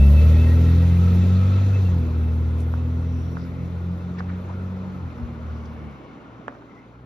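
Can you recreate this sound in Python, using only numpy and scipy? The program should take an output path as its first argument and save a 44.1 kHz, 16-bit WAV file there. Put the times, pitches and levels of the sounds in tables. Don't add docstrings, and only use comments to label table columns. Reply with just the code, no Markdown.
import sys
import numpy as np
from scipy import signal
from scipy.fft import rfft, irfft, next_fast_len
from scipy.io import wavfile

SR = 44100
rng = np.random.default_rng(int(sys.argv[2]) if len(sys.argv) > 2 else 0)


def master(y):
    cut = np.clip(np.atleast_2d(y).T, -1, 1)
    pcm = np.round(cut * 32767)
    wavfile.write(sys.argv[1], SR, pcm.astype(np.int16))


N = 310905
TIME = np.arange(N) / SR
START_M = 3.38
CYLINDER_PAIRS = 3

# (start [s], firing rate [Hz], its rise [Hz/s], growth of that rise [Hz/s^2])
GEARS = [(0, 77, 7.5, 6), (1.885, 78.9, 2.92, 1.5), (5.04, 78.3, -1, 0), (5.95, 59.5, -1.5, 0),
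         (6.97, 65, 2, 0)]


def exhaust_boom(turns, firing_hz, loads_db):
    # (time [s], level [dB])
    boom_curve = [(0.03, -9), (0.54, -14), (1.9, -17.5), (2.13, -23.5), (2.18, -20), (3.17, -24.5),
                  (3.45, -34), (3.88, -27), (4.16, -36), (4.29, -28), (4.42, -34), (4.65, -28), (4.97, -40),
                  (5.05, -27.5), (5.14, -43), (5.22, -33), (5.35, -38), (5.51, -29.5), (5.74, -39.5),
                  (5.88, -37), (5.95, -54), (6.1, -57), (6.8, -64), (6.98, -50)]
    upper_orders = (4.5, 6, 9)
    # (frequency [Hz], level at the starting distance before load [dB])
    silencer_curve = [(100, -32.5), (115, -24), (120, -22), (124, -18), (130, -20), (137, -25), (145, -22),
                      (154, -28), (160, -24), (163.3, -31), (165.5, -22.5), (171, -18), (178, -15),
                      (186, -14.5), (196, -26), (215, -25.5), (234, -31), (247, -23.5), (256, -27),
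                      (263, -34.5), (275, -41), (290, -40)]
    # (time [s], length [s], depth [dB])
    duck_rows = [(1.854, 0.13, -4), (5.132, 0.061, -10)]
    # (level against the direct tone at the start, before order scaling [dB],
    # share of the distance loss by which it gains [1])
    side_scatter = (-33, 0.43)
    fading_db, half_depth_m, fading_hz = 5, 45, 6
    roughness = 0.041

    duck_db = 0
    for s, length, depth_db in duck_rows:
        duck_db = duck_db + depth_db * np.exp(-2 * ((TIME - s) / length) ** 2)

    levels = {CYLINDER_PAIRS: in_time(boom_curve)[0]}
    for order, load_db in zip(upper_orders, loads_db):
        air_db = fading_db / (1 + half_depth_m / distance_m()) * drift(fading_hz)
        silencer_db = at_hz(silencer_curve, firing_hz * order / CYLINDER_PAIRS)
        levels[order] = receding(0) + load_db + duck_db + air_db + silencer_db

    start_db, share = side_scatter
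    scattered = from_db(receding(start_db, -share)) * [[1], [-1]]
    tones = 0
    for order, level_db in levels.items():
        phase = 2 * np.pi * order * turns
        direct = (1 + roughness * drift(17)) * np.sin(phase)
        side = scattered * order / CYLINDER_PAIRS * drift(1.5) * np.cos(phase)
        tones = tones + from_db(level_db) * (direct + side)
    return np.sqrt(2) * tones


def drive_line_thud():
    # (time [s], length [s], frequency [Hz], bandwidth [Hz], level [dB])
    thud_rows = [(5.24, 0.05, 77, 30, -29)]
    return swells(thud_rows)


def exhaust_rasp(turns, firing_hz, load_db):
    overtone_numbers = (4, 5, 7, 8, 10, 11, 14, 15, 16, 21, 22, 24, 27, 30, 33, 36)
    # (level [dB], ...)
    overtone_levels = [-2, -11.5, -12.5, -2.5, -8, -14, -10.5, -2, -7, -10.5, -14.5, -11, -15, -13.5, -15,
                       -15]
    # (frequency [Hz], gain [dB])
    pipe_curve = [(85, 0), (100, -10), (112, -5), (124, 1), (134, 2), (145, 0), (200, 0), (211, -4),
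                  (226, 0), (260, 0), (280, -2), (297, 2), (311, -1), (325, 2), (350, -3), (375, -3),
                  (403, 3), (425, -1), (450, -2), (482, 5.5), (515, 2), (545, -2), (600, -3), (700, -8)]
    # (level at the starting distance before load and weights [dB], share of 1/distance loss [1])
    rasp_recession = (-33, 0.6)
    # (level at the starting distance before load [dB], share of 1/distance loss [1])
    puff_recession = (-37, 0.44)
    # (frequency [Hz], relative density [dB per Hz])
    puff_colour = [(35, -7.5), (55, 1.5), (80, 6.5), (130, -1), (220, 0.5), (350, -3.5), (480, -2.5),
                   (680, -16.5), (1000, -29), (2000, -38.5)]
    waver = 0.31

    cycle_hz = firing_hz / (2 * CYLINDER_PAIRS)
    tones = 0
    for k, level_db in zip(overtone_numbers, overtone_levels):
        gain = from_db(level_db + at_hz(pipe_curve, k * cycle_hz))
        start_phase = 2 * np.pi * rng.random()
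        tones = tones + gain * (1 + waver * drift(3.44)) * np.cos(np.pi * k * turns + start_phase)

    gas = coloured_noise(puff_colour, patchy_db=2.0, count=3)
    gas = gas * throb(turns, depth=0.17, bank_depth=0.25)
    rasp = from_db(receding(*rasp_recession)) * tones
    puffs = from_db(receding(*puff_recession)) * gas
    return from_db(load_db) * (rasp + puffs)


def engine_bay(turns, firing_hz, load_db):
    # (level at the starting distance before load, speed and part gains [dB],
    # share of 1/distance loss [1])
    bay_recession = (-50, 0.84)
    # (frequency [Hz], relative density [dB per Hz])
    whirr_colour = [(500, 1), (750, 11), (1100, 5), (1450, 3), (1800, 0), (2300, 2.5), (3000, -1.5),
                    (3800, 0), (5000, -9.5), (6300, -4), (8000, -26), (10000, -26)]
    # (frequency [Hz], bandwidth [Hz], relative level [dB])
    mode_rows = [(1000, 200, -13), (1329, 49, -1.5), (1552, 74, -3.5), (1890, 30, -7), (2073, 41, -7.5),
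                 (2425, 15, -8.5), (2640, 28, -4.5), (3077, 38, -13.5), (3650, 390, -9.5),
                 (4030, 63, -15.5), (4160, 77, -21.5), (6540, 230, -19)]
    speed_power, reference_hz = 2.9, 82.3
    whirr_db, modes_db = 7.5, 2.5
    modes_fade_db_per_s, modes_flicker_db = 0.4, 2.0

    whirr = from_db(whirr_db) * coloured_noise(whirr_colour, patchy_db=1.5, count=4)
    modes = 0
    for hz, width_hz, level_db in mode_rows:
        flicker = from_db(level_db + modes_flicker_db * drift(4.6))
        modes = modes + flicker * resonant_noise(hz, width_hz)
    modes = from_db(modes_db - modes_fade_db_per_s * TIME) * modes

    running = (whirr + modes) * throb(turns, depth=0.05, bank_depth=0.06)
    speed_gain = (firing_hz / reference_hz) ** speed_power
    return from_db(receding(*bay_recession) + load_db) * speed_gain * running


def intake_and_gearbox_whines():
    # (time [s], length [s], frequency [Hz], bandwidth [Hz], level [dB])
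    whine_rows = [(.2, 0.59, 575, 89, -42), (0.6, 0.13, 1352, 50, -51), (1.05, .15, 1290, 69.3, -44.5),
                  (1.48, .22, 1298, 83.5, -42.5), (1.72, 0.32, 6380, 547, -64), (2.12, 0.2, 324, 60, -44.5),
                  (2.3, 0.6, 1340, 70, -59.5), (3.55, 0.3, 2120, 400, -59.5),
                  (3.22, 0.28, 5670, 450, -65.5), (3.42, 0.073, 5000, 800, -62.5)]
    return swells(whine_rows)


def belt_squeals():
    # (time [s], length [s], frequency [Hz], glide [Hz/s], level [dB])
    squeal_rows = [(0.018, 0.073, 2640, 200, -40.5), (0.205, 0.083, 2640, -1.5, -44),
                   (0.3, 0.05, 2630, -300, -53), (0.417, 0.089, 2615, 600, -45),
                   (0.505, 0.049, 1888, 802, -43.5), (1.754, 0.038, 2616, -500, -45),
                   (1.867, 0.028, 2690, 2, -51)]
    waver_hz, flutter_db = 22, 2.2
    waver = np.cumsum(waver_hz * drift(45)) / SR
    out = np.zeros(N)
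    for s, length, hz, glide, level_db in squeal_rows:
        near = abs(TIME - s) < 2 * length
        t = TIME[near] - s
        bell = np.exp(-2 * (t / length) ** 2)
        cycles = hz * t + .5 * glide * t ** 2 + waver[near]
        out[near] += from_db(level_db) * bell * np.sin(2 * np.pi * cycles)
    return np.sqrt(2) * from_db(flutter_db * drift(45)) * out


def tyre_and_gas_hiss(load_db):
    # (level at the starting distance before load [dB], share of 1/distance loss [1])
    hiss_recession = (-54, 0.94)
    # (frequency [Hz], relative density [dB per Hz])
    hiss_colour = [(3000, -11.5), (5000, -5), (7000, -5), (9300, 3.5), (11000, -0.5), (13000, 6.5),
                   (15000, -1)]
    return from_db(receding(*hiss_recession) + load_db) * coloured_noise(hiss_colour, patchy_db=2.0)


def throb(turns, depth, bank_depth):
    firing_phase = 2 * np.pi * CYLINDER_PAIRS * turns
    return rms_one(np.exp(depth * np.cos(firing_phase) + bank_depth * np.cos(firing_phase / 2)))


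def firing_rate():
    launch_sag_hz, launch_s, slip_s = 8, .175, .26
    climbs = []
    for s, hz, rise, growth in GEARS:
        t = TIME - s
        climbs.append(hz + rise * t + .5 * growth * t ** 2)
    return through_gears(climbs, slip_s) - launch_sag_hz * np.exp(-(TIME / launch_s) ** 2)


def gear_loads():
    # (gain of crank order 4.5 [dB], of order 6 [dB], of order 9 [dB],
    # of rasp and puffs [dB], of the whirr and modes [dB], of the hiss [dB])
    load_rows = [(-2.5, 0.5, -1, 4, 1.7, 1), (4, 3.5, 5.5, 2.5, 1.3, 1), (7, 9.5, 14.5, -0.5, 4.9, 2),
                 (-19, -4.5, -23.5, -19, 10.2, -5), (-21, -1, -23, -19, 1.6, -6)]
    return [through_gears(column, takes_s=0.17, lag_s=0.014) for column in zip(*load_rows)]


def through_gears(values, takes_s, lag_s=0):
    out = values[0]
    for (from_s, *_), value in zip(GEARS[1:], values[1:]):
        out = out + (value - out) * step(from_s + lag_s, takes_s)
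    return out


def step(at_s, takes_s):
    return .5 + .5 * np.tanh(2 * (TIME - at_s) / takes_s)


def distance_m():
    start_m_per_s, acceleration_m_per_s2 = 2.65, 3.5
    return START_M + start_m_per_s * TIME + .5 * acceleration_m_per_s2 * TIME ** 2


def receding(level_db, share=1):
    return level_db - share * 20 * np.log10(distance_m() / START_M)


def grit():
    # (time [s], peak level before panning [dB], lowest frequency [Hz], highest frequency [Hz],
    # bright crack against the dull pulse [dB])
    click_rows = [(2.7383, -23, 635, 1510, -30), (3.3695, -23.5, 850, 1590, -26),
                  (4.205, -21, 900, 1580, -27), (4.513, -33, 550, 1050, -30), (6.481, -14, 377, 1710, -21),
                  (6.4962, -43, 250, 1920, -32), (6.5244, -35, 500, 1270, -30),
                  (6.622, -37, 700, 1480, -34)]
    tail_db, tail_t60_s = -23, 0.12
    tick_db, left_db = -17, -5.0

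    out, t = np.zeros((2, N)), TIME[:SR // 3]
    snap = (t == 0) + 1e-18
    crack = band(snap, 2200, 3200, order=4) + from_db(tick_db) * band(snap, 5500, 7500)
    crack = crack / abs(crack).max()
    for s, level_db, low_hz, high_hz, crack_db in click_rows:
        dull = signal.sosfilt(signal.cheby1(6, 1, high_hz, fs=SR, output="sos"), snap)
        body = signal.sosfilt(signal.butter(3, low_hz, "high", fs=SR, output="sos"), dull)
        pulse = body / abs(body).max() + from_db(crack_db) * crack
        ringing = resonant_noise(np.sqrt(low_hz * high_hz), 1000, size=len(t), order=3)
        tail = from_db(tail_db - 60 * t / tail_t60_s) * ringing
        start = round(s * SR)
        out[:, start:start + len(t)] += from_db(level_db) * (pulse + tail)
    return out * panned(left_db)


def scuffs():
    # (time [s], length [s], frequency [Hz], bandwidth [Hz], level [dB])
    scuff_rows = [(2.605, 0.041, 5970, 7055, -60), (4.193, 0.016, 4540, 1400, -56),
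                  (4.195, 0.023, 1440, 895, -42.5), (4.305, 0.02, 1410, 750, -43.5),
                  (4.34, 0.05, 1490, 900, -50.5), (4.507, 0.023, 860, 450, -40),
                  (4.515, 0.049, 4500, 3460, -73), (6.545, 0.036, 1000, 870, -53.5),
                  (5.58, 0.22, 4970, 2200, -69), (5.66, 0.012, 4580, 2500, -61)]
    grain_db, grain_hz = 2.5, 160
    return from_db(grain_db * drift(grain_hz)) * swells(scuff_rows)


def roadside(x):
    # (delay [s], level [dB])
    echo_rows = [(.013, -21), (.029, -25), (.047, -23), (.071, -21.5)]
    out, dull = x.copy(), band(x, 300, 3500, order=1)
    for k, (delay, level_db) in enumerate(echo_rows):
        out[k % 2] += from_db(level_db) * np.interp(TIME - delay, TIME, dull[k % 2], 0)
    return out


def far_drone():
    # (time [s], length [s], frequency [Hz], bandwidth [Hz], level [dB])
    drone_rows = [(6.3, 0.75, 270, 53, -47.5), (5.75, 0.94, 1110, 98, -56.5), (5.9, 0.6, 2200, 140, -62.5),
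                  (5.85, 0.95, 2850, 400, -67)]
    return swells(drone_rows)


def airy_whistle():
    # (time [s], length [s], frequency [Hz], bandwidth [Hz], level [dB])
    whistle_rows = [(6.705, 0.045, 2080, 130, -61), (6.795, 0.066, 2060, 170, -55.5)]
    return swells(whistle_rows)


def valley_rush():
    # (time [s], level before a lift of 3.5 dB [dB])
    rush_curve = [(0, -47.5), (2, -44.5), (3.5, -47.5), (4.4, -45.5), (5.2, -45), (6, -46.5), (6.55, -49.5),
                  (6.8, -50.5), (7.05, -54)]
    # (frequency [Hz], relative density [dB per Hz])
    rush_colour = [(40, -12.5), (70, 1), (130, 5), (200, 7), (290, 7), (450, 2), (560, 1), (720, -3),
                   (900, -1.5), (1100, -5), (1400, -2.5), (1700, -16.5), (2100, -13), (2600, -20),
                   (3200, -23.5), (6000, -42.5)]
    noise = coloured_noise(rush_colour, patchy_db=1.8, count=4)
    return from_db(in_time(rush_curve)[0] + 3.5) * noise


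def coloured_noise(colour, patchy_db, count=2):
    out, white = 0, rng.standard_normal((2, 2, N))
    lowest_hz, highest_hz = colour[0][0], colour[-1][0]
    edges = np.geomspace(lowest_hz, highest_hz, int(count * np.log2(highest_hz / lowest_hz)) + 2)
    for k, (low, high) in enumerate(zip(edges, edges[1:])):
        hz = np.sqrt(low * high)
        gain = from_db(at_hz(colour, hz) + patchy_db * drift(16.2))
        out = out + gain * spread(band(white[k % 2], low, high), hz)
    return rms_one(out)


def resonant_noise(hz, width_hz, size=N, order=1):
    low = np.hypot(hz, width_hz / 2) - width_hz / 2
    noise = band(rng.standard_normal((2, size)), low, low + width_hz, order=order)
    return rms_one(spread(noise, hz))


def swells(rows):
    out = np.zeros((2, N))
    for s, length, hz, width_hz, level_db in rows:
        near = np.flatnonzero(abs(TIME - s) < 2 * length)
        bell = np.exp(-2 * ((TIME[near] - s) / length) ** 2)
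        out[:, near] += from_db(level_db) * bell * resonant_noise(hz, width_hz, size=len(near), order=2)
    return out


def spread(pair, hz):
    # (frequency [Hz], side against mid [dB])
    side_curve = [(30, -7), (80, -9), (250, -13), (450, -13), (700, -10), (1000, -8), (1300, -5),
                  (2200, -7), (3100, -6), (4000, -7), (5300, -6), (10000, -8)]
    return pair[0] + from_db(at_hz(side_curve, hz)) * pair[1] * [[1], [-1]]


def drift(rate_hz):
    r = np.exp(-200 * np.pi * rate_hz / SR)
    white = rng.standard_normal(N // 100 + 1002)
    slow = signal.lfilter([1], [1, -2 * r, r * r], white)[1000:]
    return np.interp(np.arange(N) / 100, np.arange(len(slow)), rms_one(slow))


def band(x, low, high, order=2):
    edges = [max(low, 10), min(high, .45 * SR)]
    return signal.sosfilt(signal.butter(order, edges, "band", fs=SR, output="sos"), x)


def panned(left_db):
    return from_db(np.array([[.5], [-.5]]) * left_db)


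def at_hz(points, hz):
    points = np.array(points)
    return np.interp(np.log(hz), np.log(points[:, 0]), points[:, 1])


def in_time(rows):
    s, *columns = np.transpose(rows)
    return [np.interp(TIME, s, c) for c in columns]


def from_db(db):
    return 10 ** (np.asarray(db) / 20)


def rms_one(x):
    return x / np.sqrt(np.mean(x ** 2) + 1e-20)


def scene():
    firing_hz = firing_rate()
    turns = np.cumsum(firing_hz) / SR / CYLINDER_PAIRS
    *tones_db, puffs_db, whirr_db, hiss_db = gear_loads()

    exhaust = exhaust_boom(turns, firing_hz, tones_db) + drive_line_thud()
    exhaust = exhaust + exhaust_rasp(turns, firing_hz, puffs_db)
    bay = engine_bay(turns, firing_hz, whirr_db) + intake_and_gearbox_whines() + belt_squeals()
    echoing = roadside(bay + grit() + scuffs())
    hiss = tyre_and_gas_hiss(hiss_db)
    far = far_drone() + airy_whistle()
    return exhaust + echoing + hiss + far + valley_rush()


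def record(dry):
    # (frequency [Hz], phase lead of the left [rad])
    phase_curve = [(300, 0), (500, -.1), (700, 1.0), (1000, 1.1), (1350, 1.4), (1580, 2.7), (1750, .2),
                   (2200, .4), (3000, 1.5), (3700, .2), (4900, .7), (6000, -1.1), (8300, -3.1),
                   (14500, -8.8)]
    # (frequency [Hz], left against right [dB])
    balance_curve = [(60, .5), (220, 0), (420, .5), (600, -4.5), (800, 0), (1000, 4), (1280, 4),
                     (1520, -2.5), (1720, 4), (2200, .5), (3000, 4), (4900, 6.5), (7000, 2), (8000, 0)]
    cutoff_hz = 14500

    size = next_fast_len(N + SR // 10)
    hz = np.maximum(np.arange(size // 2 + 1) * SR / size, 1)
    phase = np.array([[.5], [-.5]]) * at_hz(phase_curve, hz)
    channels = panned(at_hz(balance_curve, hz)) * np.exp(1j * phase)
    heard = irfft(rfft(dry, size) * channels, size)[:, :N]
    return signal.sosfilt(signal.ellip(10, .1, 80, cutoff_hz, fs=SR, output="sos"), heard)


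dry = scene()
out = record(dry)
master(out)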